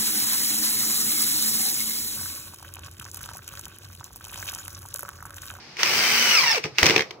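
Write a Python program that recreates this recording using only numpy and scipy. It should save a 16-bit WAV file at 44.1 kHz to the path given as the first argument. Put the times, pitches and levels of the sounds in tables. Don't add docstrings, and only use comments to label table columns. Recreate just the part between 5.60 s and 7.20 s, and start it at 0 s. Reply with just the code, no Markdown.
import sys
import numpy as np
from scipy import signal
from scipy.fft import rfft, irfft
from scipy.io import wavfile

SR = 44100
rng = np.random.default_rng(int(sys.argv[2]) if len(sys.argv) > 2 else 0)


def transcribe(signal):
    frames = np.atleast_2d(signal).T
    limited = np.clip(frames, -1, 1)
    pcm = np.round(limited * 32767).astype(np.int16)
    wavfile.write(sys.argv[1], SR, pcm)


N = 70560
TIME_S = np.arange(N) / SR
BINS_HZ = np.fft.rfftfreq(N, 1 / SR)


def undb(db):
    return 10 ** (np.asarray(db) / 20)


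def unit_rms(x):
    return x / np.sqrt(np.mean(np.abs(x) ** 2))


def curve(rows):
    return np.interp(TIME_S, *np.array(rows).T)


def at_hz(rows, hz):
    points_hz, values = np.array(rows).T
    return np.interp(np.log(np.maximum(hz, 1)), np.log(points_hz), values)


def colour(x, rows):
    return irfft(rfft(x) * undb(at_hz(rows, BINS_HZ)), N)


def treble(x, hz):
    return irfft(rfft(x) * (1 - 1 / (1 + (BINS_HZ / hz) ** 6)), N)


def wander(hz):
    return unit_rms(irfft(rfft(rng.standard_normal(N)) * np.exp(-(BINS_HZ / hz) ** 2), N))


# f/Hz, side minus mid/dB
WIDTH_DB = [(60, -11), (150, -20), (300, -30), (600, -3), (1200, -7), (2500, -2), (5000, 2), (14000, -1)]

def noise(rows):
    mid, side = rng.standard_normal((2, N))
    stereo = mid + colour(side, WIDTH_DB) * np.array([[1], [-1]])
    return unit_rms(colour(stereo, rows))


# f/Hz, relative density/dB
BACKGROUND_SPECTRUM_DB = [(18, -56), (30, -26), (65, -11), (102, -5), (143, 1.5), (200, -7.5), (312, -6),
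                          (552, -13), (837, -7), (978, -12.5), (2430, -9), (3320, -15), (5170, -10),
                          (8040, -33.5), (15000, -43)]
# t/s, level/dB
BACKGROUND_DB = [(0, -45.5), (.15, -46), (1.1, -51), (1.48, -51), (1.54, -53), (1.6, -69)]

def workshop_background():
    return noise(BACKGROUND_SPECTRUM_DB) * undb(curve(BACKGROUND_DB))


# t/s, gear mesh f/Hz
MESH_HZ = [(.16, 119.1), (.19, 367.4), (.236, 872), (.265, 1245), (.3, 1376), (.34, 1511), (.42, 1579),
           (.48, 1543), (.56, 1523), (.66, 1484), (.742, 1435), (.78, 1231), (.82, 1047), (.86, 938),
           (.922, 887.6), (.96, 611.7), (1.0, 335), (1.03, 150), (1.13, 130.8), (1.17, 200), (1.22, 790),
           (1.3, 449.2), (1.4, 351.3), (1.47, 118.9)]

def motor():
    mesh_hz = curve(MESH_HZ) * (1 + 0.0039 * wander(29.45))
    mesh_cycles = np.cumsum(mesh_hz) / SR
    shaft = np.sin(2 * np.pi * mesh_cycles / 6.4)
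    return mesh_hz, mesh_cycles, shaft


# f/Hz, relative density/dB
RATTLE_SPECTRUM_DB = [(35, -65), (60, -37.5), (135, -20), (210, -17), (236, -13.5), (272, -22.5),
                      (368, -12), (657, -13.5), (889, -10), (1910, -4.5), (2200, 1), (3050, -8),
                      (3500, -12), (4630, -7.5), (5980, -7), (6560, -17), (9080, -18.5), (9970, -26),
                      (15500, -17)]
# t/s, level/dB
RATTLE_DB = [(.15, -58.5), (.18, -35.5), (.198, -24), (.222, -27.5), (.245, -23.5), (.4, -20), (.6, -19.5),
             (.78, -19), (.86, -23), (.95, -22.5), (.985, -26), (1.01, -49), (1.034, -39), (1.046, -27.5),
             (1.085, -43.5), (1.135, -66), (1.152, -45.5), (1.175, -41.5), (1.192, -19.5), (1.222, -27),
             (1.24, -20.5), (1.31, -22), (1.35, -26.5), (1.415, -32), (1.47, -62)]

def gear_rattle(mesh_hz, shaft, grain_db=2, grain_hz=634, hiss_hz=7000, hiss_db_per_octave=5):
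    speed = mesh_hz / 1530
    grains = unit_rms(undb(grain_db * wander(grain_hz)) * (1 + 0.088 * shaft))
    chatter = noise(RATTLE_SPECTRUM_DB) * grains
    hiss_gain = undb(hiss_db_per_octave * np.log2(speed))
    chatter += treble(chatter, hiss_hz) * (hiss_gain - 1)
    hum = undb(-27) * shaft * speed * (1 + 0.66 * wander(20))
    return (chatter + hum) * undb(curve(RATTLE_DB))


# f/Hz, level/dB, t60/s
BOARD_MODES = [(138, -9.5, 0.056), (194, -13, 0.11), (329, -4.5, 0.13), (370, -1.5, 0.083),
               (439.5, -1.5, 0.066), (526, -7.5, 0.097), (630, -20, 0.029), (837, -9.5, .04)]

def board_thump(age_s, attack_s=0.0025):
    phases = rng.uniform(0, 2 * np.pi, len(BOARD_MODES))
    out = np.zeros(N)
    for (hz, db, t60_s), phase in zip(BOARD_MODES, phases):
        out += undb(db - 60 * age_s / t60_s) * np.sin(2 * np.pi * hz * age_s + phase)
    return out * (1 - np.exp(-age_s / attack_s))


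# f/Hz, relative density/dB
BLOW_SPECTRUM_DB = [(200, -26), (800, -1.5), (1400, -7.5), (2000, 3), (2800, -1.5), (3700, -3),
                    (4500, -5.5), (5600, 0), (7200, -16), (10000, -26.5), (15000, -20)]
# t/s, relative level/dB, hold/s, treble/dB, relative thump/dB, ping f/Hz
METAL_BLOWS = [(.1687, -29, .0015, -1, -56, 2280), (.2316, -9.5, 0.0026, 0.5, -33.5, 1930),
               (.2595, -20, 0.0018, -3, -47, 2400), (1.0397, -24.5, 0.0014, 2, -43, 2436),
               (1.0550, -32, 0.0014, -1, -31, 2620), (1.184, -10, 0.0013, 0.5, -45, 2590),
               (1.1892, -17.5, 0.0005, -4.5, -32, 2870), (1.2297, -7, 0.0019, 0, -17, 1990),
               (1.2383, -22, 0.0012, -10, -40, 2510), (1.2575, -11.5, 0.00082, 4.5, -36, 2290),
               (1.2642, -15, 0.0031, 7.5, -22.5, 2707), (1.2885, -18.5, .003, 3, -32, 2675),
               (1.2968, -11, 0.0022, -3.5, -18.5, 2170), (1.3068, -15.5, 0.0026, 0, -27.5, 2750),
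               (1.3615, -9.5, 0.0036, -5, -16, 2470), (1.3794, -14, 0.0014, -5, -27.5, 2640),
               (1.3934, -14, .0012, -12, -25, 1950), (1.4072, -14, 0.0017, -8, -28, 2150),
               (1.4206, -23.5, .001, -1.5, -41, 1930), (1.5078, -29, 0.0046, -6, -41, 2260)]

def metal_blows(attack_s=0.00041, crack_s=0.0019, ring_s=0.0089, ping_s=0.0013):
    metal = noise(BLOW_SPECTRUM_DB)
    top = treble(metal, hz=3924)
    lag_rad = 0.81 * np.array([[.5], [-.5]])
    out = np.zeros((2, N))
    for start_s, db, hold_s, treble_db, thump_db, ping_hz in METAL_BLOWS:
        age_s = np.maximum(TIME_S - start_s, 0)
        attack = np.minimum(age_s / attack_s, 1)
        crack = np.exp(-np.maximum(age_s - hold_s, 0) / crack_s)
        ring = undb(-14) * np.exp(-age_s / ring_s)
        burst = np.hypot(crack, ring) * (metal + (undb(treble_db) - 1) * top)
        ping = undb(8.5) * np.exp(-age_s / ping_s) * np.sin(2 * np.pi * ping_hz * age_s + lag_rad)
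        out += undb(db - 1) * attack * (ping + burst)
        out += undb(thump_db + 1) * board_thump(age_s)
    return out


# t/s, level/dB
WHINE_DB = [(.17, -60), (.2, -31), (.27, -34), (.42, -31), (.6, -26.5), (.7, -27), (.79, -21.5),
            (.85, -28.5), (.91, -24), (.98, -32), (1.02, -52), (1.17, -61), (1.22, -47), (1.38, -34),
            (1.45, -62)]
# number, level/dB
HARMONICS_DB = [(1, 0), (2, 0), (3, -8.5), (4, -3), (5, -10.5), (6, -4)]
# f/Hz, gain/dB
CASING_DB = [(150, -13), (420, 0.5), (650, -6.5), (900, -3), (1300, -7.5), (1550, -10), (1800, -2),
             (2300, -1), (2600, 3), (2950, 0), (3150, -3), (3600, -5.5), (4200, -4.5), (4650, 4.5),
             (5000, 6.5), (5400, 4), (5950, -1.5), (6700, -22.5), (9000, -22)]

def gear_whine(mesh_hz, mesh_cycles, shaft, roughness=0.6, rough_hz=80, twin_db=-5, detune=0.0098):
    out = np.zeros((2, N))
    for harmonic, db in HARMONICS_DB:
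        hz = harmonic * mesh_hz
        gain = undb(db + at_hz(CASING_DB, hz))
        phase = 2 * np.pi * harmonic * mesh_cycles
        pair = np.exp(1j * phase) + undb(twin_db) * np.exp(1j * phase * (1 + detune))
        lag_rad = np.arctan(undb(at_hz(WIDTH_DB, hz)))
        for channel, sign in enumerate((-1, 1)):
            flutter = 1 + roughness * (wander(rough_hz) + 1j * wander(rough_hz))
            out[channel] += gain * np.real(flutter * pair * np.exp(1j * sign * lag_rad))
    return out * (1 + 0.25 * shaft) * undb(curve(WHINE_DB))


# f/Hz, relative density/dB
GRIND_SPECTRUM_DB = [(50, -24), (130, -4.5), (240, -9), (350, -4.5), (480, -3), (700, -8.5), (1200, -9.5),
                     (2500, -53.5)]
# t/s, level/dB
GRIND_DB = [(.18, -70), (.3, -34), (.9, -52), (1.03, -69), (1.052, -33), (1.09, -50), (1.18, -58),
            (1.235, -25), (1.32, -30), (1.39, -31), (1.44, -46), (1.48, -48)]

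def screw_grind():
    return noise(GRIND_SPECTRUM_DB) * undb(curve(GRIND_DB))


# t/s, relative level/dB, f/Hz, decay/s
BENCH_JOLTS = [(1.045, -32, 150, 0.016), (1.121, -44, 128, 0.024), (1.226, -20, 77.4, 0.0082),
               (1.257, -34, 134, 0.021)]

def bench_jolts(attack_s=0.0043):
    out = np.zeros(N)
    for start_s, db, hz, decay_s in BENCH_JOLTS:
        age_s = np.maximum(TIME_S - start_s, 0)
        envelope = np.exp(-age_s / decay_s) * (1 - np.exp(-age_s / attack_s))
        out += 2 * undb(db) * envelope * np.sin(2 * np.pi * hz * age_s)
    return out


def room(x, t60_s=0.19, build_s=0.014, wet_db=-13.5):
    age_s = TIME_S[:N // 3]
    envelope = undb(-60 * age_s / t60_s) * np.minimum(age_s / build_s, 1)
    tail = rng.standard_normal((2, len(age_s))) * envelope
    tail /= np.linalg.norm(tail, axis=1, keepdims=True)
    return x + undb(wet_db) * signal.fftconvolve(x, tail, axes=1)[:, :N]


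# f/Hz, left minus right/dB
BALANCE_DB = [(100, -1.5), (350, 0.5), (700, -1), (1400, -3), (2600, 4), (5000, -1), (14000, 2)]

def scene():
    mesh_hz, mesh_cycles, shaft = motor()
    grind = screw_grind()
    gears = gear_whine(mesh_hz, mesh_cycles, shaft) + gear_rattle(mesh_hz, shaft)
    tool = room(gears + metal_blows() + grind + bench_jolts())
    channel_db = at_hz(BALANCE_DB, BINS_HZ) * np.array([[.5], [-.5]])
    return irfft(rfft(tool) * undb(channel_db), N) + workshop_background()


def record(dry, top_hz=15700):
    lowpass = signal.ellip(10, .2, 70, top_hz, fs=SR, output="sos")
    return signal.sosfilt(lowpass, np.clip(dry, -1, 1))


dry = scene()
out = record(dry)
transcribe(out)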